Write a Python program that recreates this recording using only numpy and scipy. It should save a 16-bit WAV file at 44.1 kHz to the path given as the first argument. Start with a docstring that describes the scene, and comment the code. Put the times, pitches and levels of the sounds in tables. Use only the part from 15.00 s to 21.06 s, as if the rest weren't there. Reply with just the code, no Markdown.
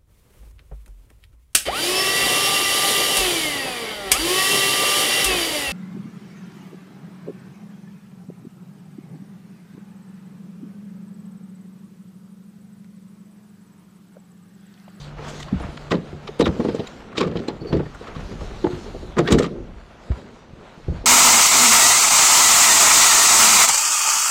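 """Bow of an aluminium boat: a person folds an electric motor into its mount and steps about the deck.
Background: air on a body-worn microphone, hull creaks and clothing rustle as shaped noise;
a low hum, one sine, runs until the motor is lifted. Fittings squeak as blurred gliding tones
and click as noise bursts with a rough ring. Steps thud as low sines; knocks boom as sums of plate modes."""
import sys
import numpy as np
from scipy import signal
from scipy.fft import rfft, irfft, next_fast_len
from scipy.io import wavfile
from scipy.ndimage import uniform_filter1d, map_coordinates

SR = 44100
rng = np.random.default_rng(int(sys.argv[2]) if len(sys.argv) > 2 else 0)


def unload_audio(sound):
    """Save the sound as a 16-bit wav file, at the path given as the first command line argument."""
    columns = np.transpose(np.atleast_2d(sound))
    # keep every value between -1 and 1, then stretch to whole-number steps
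    steps = np.round(np.clip(columns, -1, 1) * 32767)
    wavfile.write(sys.argv[1], SR, steps.astype(np.int16))


N = 267188
T = np.arange(N) / SR

# air on the microphone, before fluctuation: t/s, level/dB
AIR_LEVEL = [(0.0, -43.5), (2.14, -50.5), (2.33, -42), (3.16, -45), (3.32, -38), (3.9, -49), (4.34, -39.5),
             (5.65, -55), (6.06, -37)]
# air noise colour: f/Hz, relative gain/dB
AIR_SPECTRUM = [(12, -36), (20, 0.5), (43, 5.5), (130, -7.5), (157, -7.5), (200, -10.5), (260, -47),
                (440, -120)]
# movement, before fluctuation: t/s, hull murmur level/dB, rustle level/dB, rustle treble gain/dB
MOVEMENT_LEVELS = [(0, -47.5, -50, -40), (.16, -48, -47.5, -56.5), (.26, -40, -36.5, -42.5),
                   (.41, -45, -48, -41), (.5, -43, -45, -51.5), (.64, -40.5, -40, -46.5),
                   (.75, -44, -46.5, -47), (.86, -48, -48, -50.5), (1.38, -43.5, -47, -52),
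                   (1.65, -29, -41, -43.5), (1.9, -43, -45, -47), (2.12, -42, -49, -57.5),
                   (2.3, -28, -44.5, -54), (2.41, -36, -49, -51), (2.6, -40, -47.5, -56),
                   (2.9, -50, -46.5, -50), (3.12, -41, -44, -48.5), (3.44, -41.5, -44, -44.5),
                   (3.85, -39, -45.5, -44.5), (4.15, -44.5, -47.5, -50), (4.4, -29, -37, -45),
                   (4.55, -36.5, -52.5, -57), (4.91, -52.5, -50.5, -56), (5.18, -42.5, -48, -51),
                   (5.5, -49.5, -55, -59), (5.68, -46.5, -48, -53), (5.84, -50, -53, -54.5),
                   (5.96, -46, -45.5, -49.5), (6.06, -44, -48.5, -54.5)]
# hull murmur colour: f/Hz, relative gain/dB
MURMUR_SPECTRUM = [(59, -30), (100, -4), (233, 3), (267, -3), (431, -1.5), (563, -7), (612, -13),
                   (696, -20), (900, -42.5), (1170, -47), (1980, -120)]
# fabric noise colour: f/Hz, relative gain/dB
CLOTH_SPECTRUM = [(350, -14.5), (600, 2.5), (1010, -2.5), (1360, -3), (1670, -7), (1810, -7.5), (2370, -10),
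                  (4150, -9.5), (5530, -15.5), (6870, -16.5), (8550, -25), (10100, -28.5), (11100, -37),
                  (12300, -31), (15600, -54)]
# rubbing parts: t/s, length/s, first f/Hz, last f/Hz, rms level before taper/dB
SQUEAKS = [(0.607, 0.025, 9480, 9400, -54), (1.389, 0.016, 9800, 9650, -46),
           (1.415, 0.021, 3920, 3760, -31), (1.436, 0.04, 3850, 3490, -32),
           (1.865, .015, 3830, 3840, -39.5), (1.868, .014, 7170, 7200, -43.5),
           (2.603, 0.033, 4400, 4600, -48), (2.657, 0.072, 4550, 4440, -45.5),
           (2.735, 0.034, 4500, 4500, -51), (4.244, .05, 1444, 1830, -35)]
# hard contacts of latch, shaft and fittings:
# t/s, nominal peak level/dB, ring f/Hz, upper-middle gain/dB, treble gain/dB, nominal t60/s
CLICKS = [(0.1859, -22, 1304, -32.5, -49, 0.034), (0.2764, -33, 1560, -11, -4, 0.25),
          (0.401, -23, 1940, -14.5, -6, 0.044), (0.4277, -29.5, 2994, -1, 0.5, .018),
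          (0.4819, -20.5, 1060, -19, -49, 0.029), (0.5991, -26, 855, -11.5, -11, 0.047),
          (0.637, -18, 1186, -25, -32, 0.02), (0.7747, -15, 1390, -14, -33, 0.011),
          (0.9062, -14.5, 1170, -13, -17, 0.1), (0.9176, -7, 1938, -14, -19, 0.03),
          (.9383, -23.5, 1006, -14, -27, .099), (1.274, -20.5, 1195, -10.5, -22, 0.042),
          (1.3956, -14, 940, -12, -14, 0.034), (1.4065, -9.5, 957, -9, -11, 0.048),
          (1.4565, -12.5, 1375, -11.5, -23, 0.073), (1.4649, -15, 1050, -17, -21, 0.044),
          (1.6004, -16, 1076, -19, -29, 0.042), (1.6478, -18, 1040, -15, -21, 0.03),
          (1.684, -22.5, 1047, -11.5, -22, 0.069), (1.7454, -30.5, 1070, -7, -7, 0.081),
          (1.7936, -35, 1075, 2, -25, .057), (1.8706, -35, 1910, -4, -20, .04),
          (2.126, -26, 1109, -25.5, -28, 0.037), (2.152, -23.5, 1310, -16, -25, 0.07),
          (2.1672, -25.5, 880, -7, -14, 0.05), (2.1765, -17, 1134, 0.5, -7.5, 0.062),
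          (2.2054, -3.5, 1125, -14, -29, 0.051), (2.2274, -19.5, 1196, -14.5, -23, 0.13),
          (2.269, -30, 1170, -11, -9.5, 0.058), (2.3117, -30, 1070, -12, -31, .04),
          (2.355, -22, 1094, -15, -41, 0.063), (2.3686, -25, 1750, -4.5, -18, 0.028),
          (2.3884, -31, 1443, -7, -20, 0.048), (2.4172, -29, 1510, -18, -39, .035),
          (2.481, -14.5, 4150, -13, -16, 0.032), (2.4947, -25, 929, -15, -34, 0.075),
          (2.7238, -15, 934, -17.5, -38, 0.072), (2.735, -33.5, 1190, -9.5, -25, .12),
          (2.7672, -30.5, 1180, -6, -11, 0.039), (2.7931, -21.5, 857, -23, -50, 0.072),
          (2.8566, -25.5, 1810, -25, -30, 0.031), (2.9444, -26, 1397, -29, -15, 0.063),
          (3.07, -25.5, 1285, -15.5, -18, 0.096), (3.1512, -26, 1124, -11.5, -27.5, 0.086),
          (3.2024, -24.5, 1090, -14, -23.5, 0.024), (3.4074, -26, 1180, -17, -24, 0.043),
          (3.642, -16, 900, -20, -48, 0.024), (3.6663, -19, 910, -22, -34, 0.039),
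          (3.7199, -26, 1440, -16, -30, 0.044), (4.166, -18, 1227, -20, -28, 0.13),
          (4.1846, -6, 1306, -13, -15.5, 0.036), (4.198, -20.5, 1090, -15, -16, 0.057),
          (4.2744, -10, 1883, -10, -25.5, 0.072), (4.3063, -15, 1288, -13, -8, 0.11),
          (4.32, -8.5, 3810, -12, -5, 0.069), (4.3334, -22.5, 1200, -6, -2, 0.066),
          (4.3834, -13.5, 1790, -8.5, -6.5, 0.072), (4.3996, -16, 1260, -30, -24, 0.049),
          (4.423, -23, 1395, -4.5, -0.5, 0.075), (4.4396, -15.5, 1203, -22, -31, 0.064),
          (4.461, -35.5, 1143, 1, -2, 0.031), (5.1134, -28, 970, -16.5, -27, 0.09),
          (5.1535, -29, 995, -32, -40, 0.06)]
# crack noise colour: f/Hz, relative gain/dB
CRACK_SPECTRUM = [(410, -27.5), (700, -2), (829, -8.5), (1160, 0.5), (1470, -6), (2110, -5), (3730, -6),
                  (6360, -18), (6960, -18.5), (8130, -24.5), (10300, -39.5), (13300, -46), (15600, -50)]
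# crack gain before the colour of each contact: one gain/dB each for body, upper middle, treble, top
CRACK_BANDS_DB = [-1, 8, 15.5, 18]
# resonances of the mount: f/Hz, width/Hz
MOUNT_MODES = [(1020, 66.2), (1210, 64), (1500, 71), (1890, 76), (2300, 73), (3100, 320), (3650, 100),
               (4090, 78), (4900, 78), (6900, 100), (7550, 840)]
# weight landing on the deck: t/s, nominal peak level/dB
THUDS = [(0.547, -16.5), (0.6, -24.5), (0.683, -23.5), (1.388, -26), (1.43, -22.5), (1.467, -19),
         (2.351, -26.5), (2.741, -20), (2.759, -15), (3.316, -26.5), (3.412, -34), (4.309, -25),
         (4.322, -11), (4.339, -12), (4.374, -26), (5.095, -10), (5.113, -24), (5.88, -24), (5.895, -14),
         (5.915, -26), (5.938, -36)]
# blows into the hull: t/s, nominal peak level/dB, ring centre f/Hz, t60 at 300 Hz/s, focus/(dB per octave)
KNOCKS = [(.188, -26.5, 640, 0.19, 9), (.524, -6, 185, 0.072, 19), (0.548, -24, 181, 0.14, 16),
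          (.6, -20, 175, 0.069, 3), (0.641, -16, 89, 0.058, 13), (0.683, -25, 93, 0.097, 0),
          (0.911, -9.5, 335, 0.023, 4), (.921, -7, 480, 0.12, 4.5), (.941, -7, 237, 0.17, 9),
          (.952, -24, 147, 0.12, -4), (.98, -22, 143, 0.057, 11), (1.124, -21.5, 135, 0.13, 2.5),
          (1.286, -20, 463, 0.052, 40), (1.395, -0.5, 472, 0.055, 10), (1.412, -4.5, 447, 0.08, 4),
          (1.429, -9, 242, 0.11, 5), (1.466, -6.5, 423, 0.07, 9), (1.484, -7.5, 182, 0.081, 5),
          (1.51, -17, 156, 0.14, 16.5), (1.595, -8.5, 427, 0.091, 4.5), (1.645, -8.5, 419, 0.071, 8),
          (1.683, -8.5, 386, 0.091, 6), (1.743, -10, 393, 0.053, 13), (1.79, -11.5, 383, 0.1, 3),
          (2.174, -12.5, 442, 0.19, 1.5), (2.204, -7, 427, 0.14, 7), (2.233, -14.5, 500, 0.18, 15),
          (2.259, -10.5, 190, .145, 5), (2.351, -10, 281, 0.12, 2.5), (2.384, -19, 298, 0.12, 13),
          (2.479, -12, 439, 0.12, 3), (2.612, -18.5, 210, 0.13, 5), (2.647, -18, 397, 0.14, 21),
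          (2.699, -18, 272, 0.28, 3), (2.725, -5.5, 241, 0.16, 3.5), (2.741, -9, 349, 0.14, 27),
          (2.76, -14.5, 180, 0.16, 8), (2.798, -11.5, 440, 0.062, 8), (2.826, -20.5, 139, 0.041, 0),
          (2.86, -21, 193, 0.046, 9), (3.009, -24.5, 428, 0.037, 13), (3.079, -25, 429, 0.066, 11),
          (3.162, -18.5, 158, 0.14, 6), (3.32, -27.5, 390, 0.07, 22), (3.35, -25.5, 130, 0.08, 8),
          (3.413, -22, 120, 0.13, 2), (3.639, -3, 332, 0.12, 21), (3.641, -17, 850, 0.1, 30),
          (3.664, -14, 356, 0.057, -4), (3.698, -16, 350, 0.29, 39), (3.729, -16, 89, 0.091, 10),
          (3.942, -23, 603, 0.13, 8), (4.026, -25.5, 405, 0.091, 23), (3.859, -25, 430, 0.084, 23),
          (4.165, -8.5, 295, 0.32, 7), (4.185, -3, 348, 0.18, 4), (4.221, -19.5, 158, 0.18, 17),
          (4.28, -9.5, 452, 0.12, 19), (4.293, -9.5, 364, 0.15, 14), (4.307, -2.5, 291, 0.38, 11.5),
          (4.321, 1, 208, .053, 8), (4.339, -3.5, 264, .156, 9), (4.373, -11, 197, 0.2, 26),
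          (4.394, -5, 417, 0.076, 24), (4.428, -10, 186, 0.08, 5), (4.462, -16, 276, 0.024, 11),
          (4.551, -22.5, 368, 0.188, 22.5), (5.097, -13, 95, 0.083, 10), (5.098, -19.5, 230, 0.061, 4.5),
          (5.53, -27.5, 107, 0.043, 6), (5.772, -30.5, 150, .083, 10), (5.879, -9, 117, 0.085, 6.5),
          (5.893, -15.5, 79, 0.1, 12), (5.916, -11, 61, 0.13, 5.5), (5.975, -21, 102, 0.036, 14),
          (6.037, -23, 379, 0.097, 6)]
# plate modes of the hull: nominal f/Hz, relative level/dB
PLATE_MODES = [(48, -7.5), (62, -4.5), (78, 2), (95, -1.5), (115, -4.5), (135, -3), (158, 4.5), (180, 0),
               (200, -1.5), (225, -2), (260, -2), (290, -2), (318, -4), (352, 1), (385, -2.5), (420, -2),
               (460, 2), (505, -1.5), (560, -6.5), (620, -5.5), (690, -5), (835, -5), (915, -12.5)]

HUM_HZ, HUM_DB, HUM_END_S, HUM_FADE_S = 146.6, -40, 1.38, 0.02
CLICK_RISE_MS, CLICK_CREST_DB = 2.3, 8.5  # crest: peak over rms
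CRACK_STEEP = 1130  # steepness of the swell of the noise burst; lower is gentler
TOP_SHARE = 0.8  # how far the top follows the treble
TOP_SLOPE = 0.5  # how far the top carries on the slope from upper middle to treble
THUD_HZ, THUD_RISE_MS, THUD_T60_S = 70, 10.7, 0.12
KNOCK_RISE_MS, KNOCK_CREST_DB = 5.49, 11
PANELS_DB, PANELS_TILT_DB_PER_OCT = -18.5, 3.5  # least share of the small panels; tilt about 400 Hz
LIMIT_PEAK, TOP_HZ = 0.72, 15719


def amp(db):
    """Gain of a dB value."""
    return 10 ** (np.asarray(db) / 20)


def unit(x):
    """x at rms 1."""
    return x / np.sqrt(np.mean(x ** 2) + 1e-20)


def coloured(x, points):
    """x filtered by (f/Hz, gain/dB) points, interpolated on a log axis."""
    m = next_fast_len(x.shape[-1] + 8192)
    f, db = np.transpose(points)
    gain = amp(np.interp(np.log(np.fft.rfftfreq(m, 1 / SR) + 1), np.log(f + 1), db))
    return irfft(rfft(x, m) * gain, m)[..., :x.shape[-1]]


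def wobble(rate_hz):
    """Smooth random curve, rate_hz knots a second."""
    return map_coordinates(rng.standard_normal(int(N * rate_hz / SR) + 4), [T * rate_hz])


def add(track, start_s, sound):
    """Mixes a sound in at start_s."""
    part = track[round(start_s * SR):][:len(sound)]
    part += sound[:len(part)]


def split(x, edge_hz):
    """The parts of x below and above an edge."""
    low = signal.sosfiltfilt(signal.butter(4, edge_hz, fs=SR, output="sos"), x)
    return low, x - low


def contact(t, rise_ms, t60_s, steep=3500):
    """Envelope of a contact: exponential swell until about rise_ms, then exponential decay."""
    late_s = t - rise_ms / 1000
    swell = np.exp(np.minimum(-steep * late_s / rise_ms, 50))
    return 1 / (swell + amp(60 * late_s / t60_s))


def resonant(x, modes, share):
    """x with the bands around (f/Hz, width/Hz) resonances lifted."""
    f = np.fft.rfftfreq(len(x), 1 / SR)
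    lift = sum(1 / (1 + (2 * (f - hz) / width_hz) ** 2) for hz, width_hz in modes)
    return irfft(rfft(x) * (1 + share * lift), len(x))


def grainy(spectrum, rate_hz, spread_db, share):
    """Coloured noise with sparse impulses of unequal size in it."""
    sign = rng.choice([-1, 1], N)
    ticks = (rng.random(N) < rate_hz / SR) * sign * amp(spread_db * rng.random(N))
    return unit(coloured(rng.standard_normal(N) + share * unit(ticks), spectrum))


def grains(count, pitch_hz, cycles, spread_db):
    """Tiny damped rings of random pitch and size, as threads and grit let go."""
    where, tune, size = rng.random((count, 3)).T
    hz = (pitch_hz * 2.0 ** (2.0 * (tune - 0.5)))[:, None]
    t = np.arange(600) / SR
    level_db = spread_db * size[:, None] ** 2 - 60 * t * hz / (2 * cycles)
    rings = amp(level_db) * np.sin(2 * np.pi * hz * t)
    index = (where * N).astype(int)[:, None] + np.arange(len(t))
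    return unit(np.bincount(index.ravel(), rings.ravel(), minlength=N)[:N])


def patchy(x, depth_db):
    """x with bands some hundred Hz wide swelling and fading on their own."""
    z = signal.stft(x, nperseg=512)[2]
    field = uniform_filter1d(rng.standard_normal(z.shape), size=7, axis=0)
    field = uniform_filter1d(field, size=16, axis=1)
    return signal.istft(z * amp(depth_db * unit(field)), nperseg=512)[1][:len(x)]


def air():
    """Air moving at the microphone: low noise with random gusts at two rates."""
    level_db = np.interp(T, *np.transpose(AIR_LEVEL))
    gust_db = 5.0 * wobble(12.0) + 2 * wobble(3.22)
    return amp(level_db + gust_db) * unit(coloured(rng.standard_normal(N), AIR_SPECTRUM))


def hull_creaks():
    """Weight shifts creak through the hull: grainy low noise of unsteady level."""
    t_s, hull_db, _, _ = np.transpose(MOVEMENT_LEVELS)
    level_db = np.interp(T, t_s, hull_db) + 2.5 * wobble(30)
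    return amp(level_db) * grainy(MURMUR_SPECTRUM, 90, spread_db=8, share=0.58)


def rustle():
    """Fabric rubs: grainy noise split at 3040 Hz, damped grains added to the low part, the high part patchy."""
    t_s, _, cloth_db, treble_db = np.transpose(MOVEMENT_LEVELS)
    low, high = split(grainy(CLOTH_SPECTRUM, 300, spread_db=31.5, share=0.254), 3040.0)
    low = unit(low) + 0.38 * grains(count=1500, pitch_hz=1300.0, cycles=3.4, spread_db=31.5)
    low_db = np.interp(T, t_s, cloth_db) + 1.4 * wobble(25)
    high_db = np.interp(T, t_s, treble_db) + 1.2 * wobble(18)
    return amp(low_db) * low + amp(high_db) * patchy(high, depth_db=2.5)


def hum():
    """One steady low tone that wavers a little and stops when the motor is lifted."""
    on = 1 / (1 + np.exp(np.clip((T - HUM_END_S) / HUM_FADE_S, -50, 50)))
    level = amp(HUM_DB + 1.1 * wobble(2.6))
    return on * level * np.sin(2 * np.pi * HUM_HZ * T + 0.3 * wobble(9.9))


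def squeaks():
    """Stick-slip tones: a gliding line blurred by a narrow band of noise."""
    out = np.zeros(N)
    for start_s, length_s, first_hz, last_hz, db in SQUEAKS:
        count = int(length_s * SR)
        noise = rng.standard_normal((2, count + 200))
        a, b = unit(uniform_filter1d(noise, size=110, axis=1)[:, 100:-100])
        phase = 2 * np.pi * np.cumsum(np.linspace(first_hz, last_hz, count)) / SR
        tone = unit((a + 1.3) * np.sin(phase) + b * np.cos(phase))
        add(out, start_s, amp(db) * tone * np.hanning(count) ** 0.58)
    return out


def crack_bands():
    """Crack noise in four bands, each chattering as the contact breaks and closes again."""
    grit = coloured(rng.standard_normal(next_fast_len(N + SR)), CRACK_SPECTRUM)
    low, high = split(unit(resonant(grit, MOUNT_MODES, share=0.34)), 6060)
    body, upper_middle = split(low, 1990.0)
    treble, top = split(high, 13000)
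    knots = np.arange(len(grit)) * 400 / SR  # 400 a second
    curves = rng.standard_normal((4, 4000))
    chatter = [amp(4.5 * np.interp(knots, np.arange(4000), row)) for row in curves]
    return np.multiply(chatter, [body, upper_middle, treble, top])


def clicks():
    """A grainy burst of crack noise, its treble gone first, with a short rough ring of the part struck."""
    out, t = np.zeros(N), np.arange(-SR // 50, SR // 7) / SR
    bands = crack_bands()
    lasting = np.array([[1.3], [1.05], [0.85], [0.6]])  # share of t60 per band
    lateness = np.array([[0.8], [1.1], [1.3], [1.4]])  # share of rise per band: higher bands peak slightly later
    for start_s, db, ring_hz, middle_db, treble_db, t60_s in CLICKS:
        burst = bands[:, round(start_s * SR):][:, :len(t)]
        burst = burst * contact(t, CLICK_RISE_MS * lateness, t60_s * lasting, CRACK_STEEP)
        top_db = TOP_SHARE * treble_db + TOP_SLOPE * (treble_db - middle_db)
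        crack = amp(np.add(CRACK_BANDS_DB, [0, middle_db, treble_db, top_db])) @ burst
        roughness = np.cumsum(rng.normal(0, 0.043, len(t)))  # rad
        ring = 0.74 * np.sin(2 * np.pi * ring_hz * t + roughness)
        ring *= contact(t, CLICK_RISE_MS, 1.1496 * t60_s)
        add(out, start_s + t[0], amp(db - CLICK_CREST_DB) * (crack + ring))
    return out


def thuds():
    """Landing weight pushes the whole hull: one low sine, its pitch a little different each time."""
    out, t = np.zeros(N), np.arange(SR // 3) / SR
    for start_s, db in THUDS:
        push_hz = THUD_HZ * np.exp(0.196 * rng.standard_normal())
        push = np.sin(2 * np.pi * push_hz * t) * contact(t, THUD_RISE_MS, THUD_T60_S)
        add(out, start_s, amp(db) * push)
    return out


def knocks():
    """Each blow rings the plate modes, favouring those near its centre pitch."""
    out, t = np.zeros(N), np.arange(SR // 3) / SR
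    hz, mode_db = np.transpose(PLATE_MODES)[:, :, None]
    for start_s, db, centre_hz, t60_s, focus_db in KNOCKS:
        near_db = -focus_db * np.abs(np.log2(hz / centre_hz))  # the spot struck favours nearby modes
        panels_db = PANELS_DB + PANELS_TILT_DB_PER_OCT * np.log2(centre_hz / 400)
        large_db = near_db - 6 * np.maximum(np.log2(centre_hz / hz) - 1, 0)  # largest plates hardly move
        near_db = np.where(hz > 750, np.maximum(near_db, panels_db), large_db)
        detune, turn, luck = rng.standard_normal((3, len(PLATE_MODES), 1))
        phase = 2 * np.pi * hz * (1 + 0.0254 * detune) * (t - KNOCK_RISE_MS / 1000) + 1.29 * turn
        life_s = t60_s * (300 / hz) ** 0.3  # higher modes die sooner
        fade = contact(t, KNOCK_RISE_MS, life_s)
        fade = fade + 0.074 * contact(t, KNOCK_RISE_MS, 4 * life_s)  # the far hull rings on
        ring = np.sum(amp(mode_db + near_db + 3 * luck) * fade * np.sin(phase), 0)
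        add(out, start_s, amp(db - KNOCK_CREST_DB) * ring / np.std(ring[:SR // 60]))
    return out


def scene():
    """All sources at one microphone."""
    background = air() + hull_creaks() + rustle() + hum()
    return (background + squeaks() + clicks() + thuds() + knocks())[None]


def record(dry):
    """Rounds off the loudest peaks, then drops everything above the band limit."""
    soft = dry / (1 + np.abs(dry / LIMIT_PEAK) ** 6) ** (1 / 6)
    m = next_fast_len(N + 8192)
    passband = np.fft.rfftfreq(m, 1 / SR) < TOP_HZ
    return irfft(rfft(soft, m) * passband, m)[:, :N]


dry = scene()
out = record(dry)
unload_audio(out)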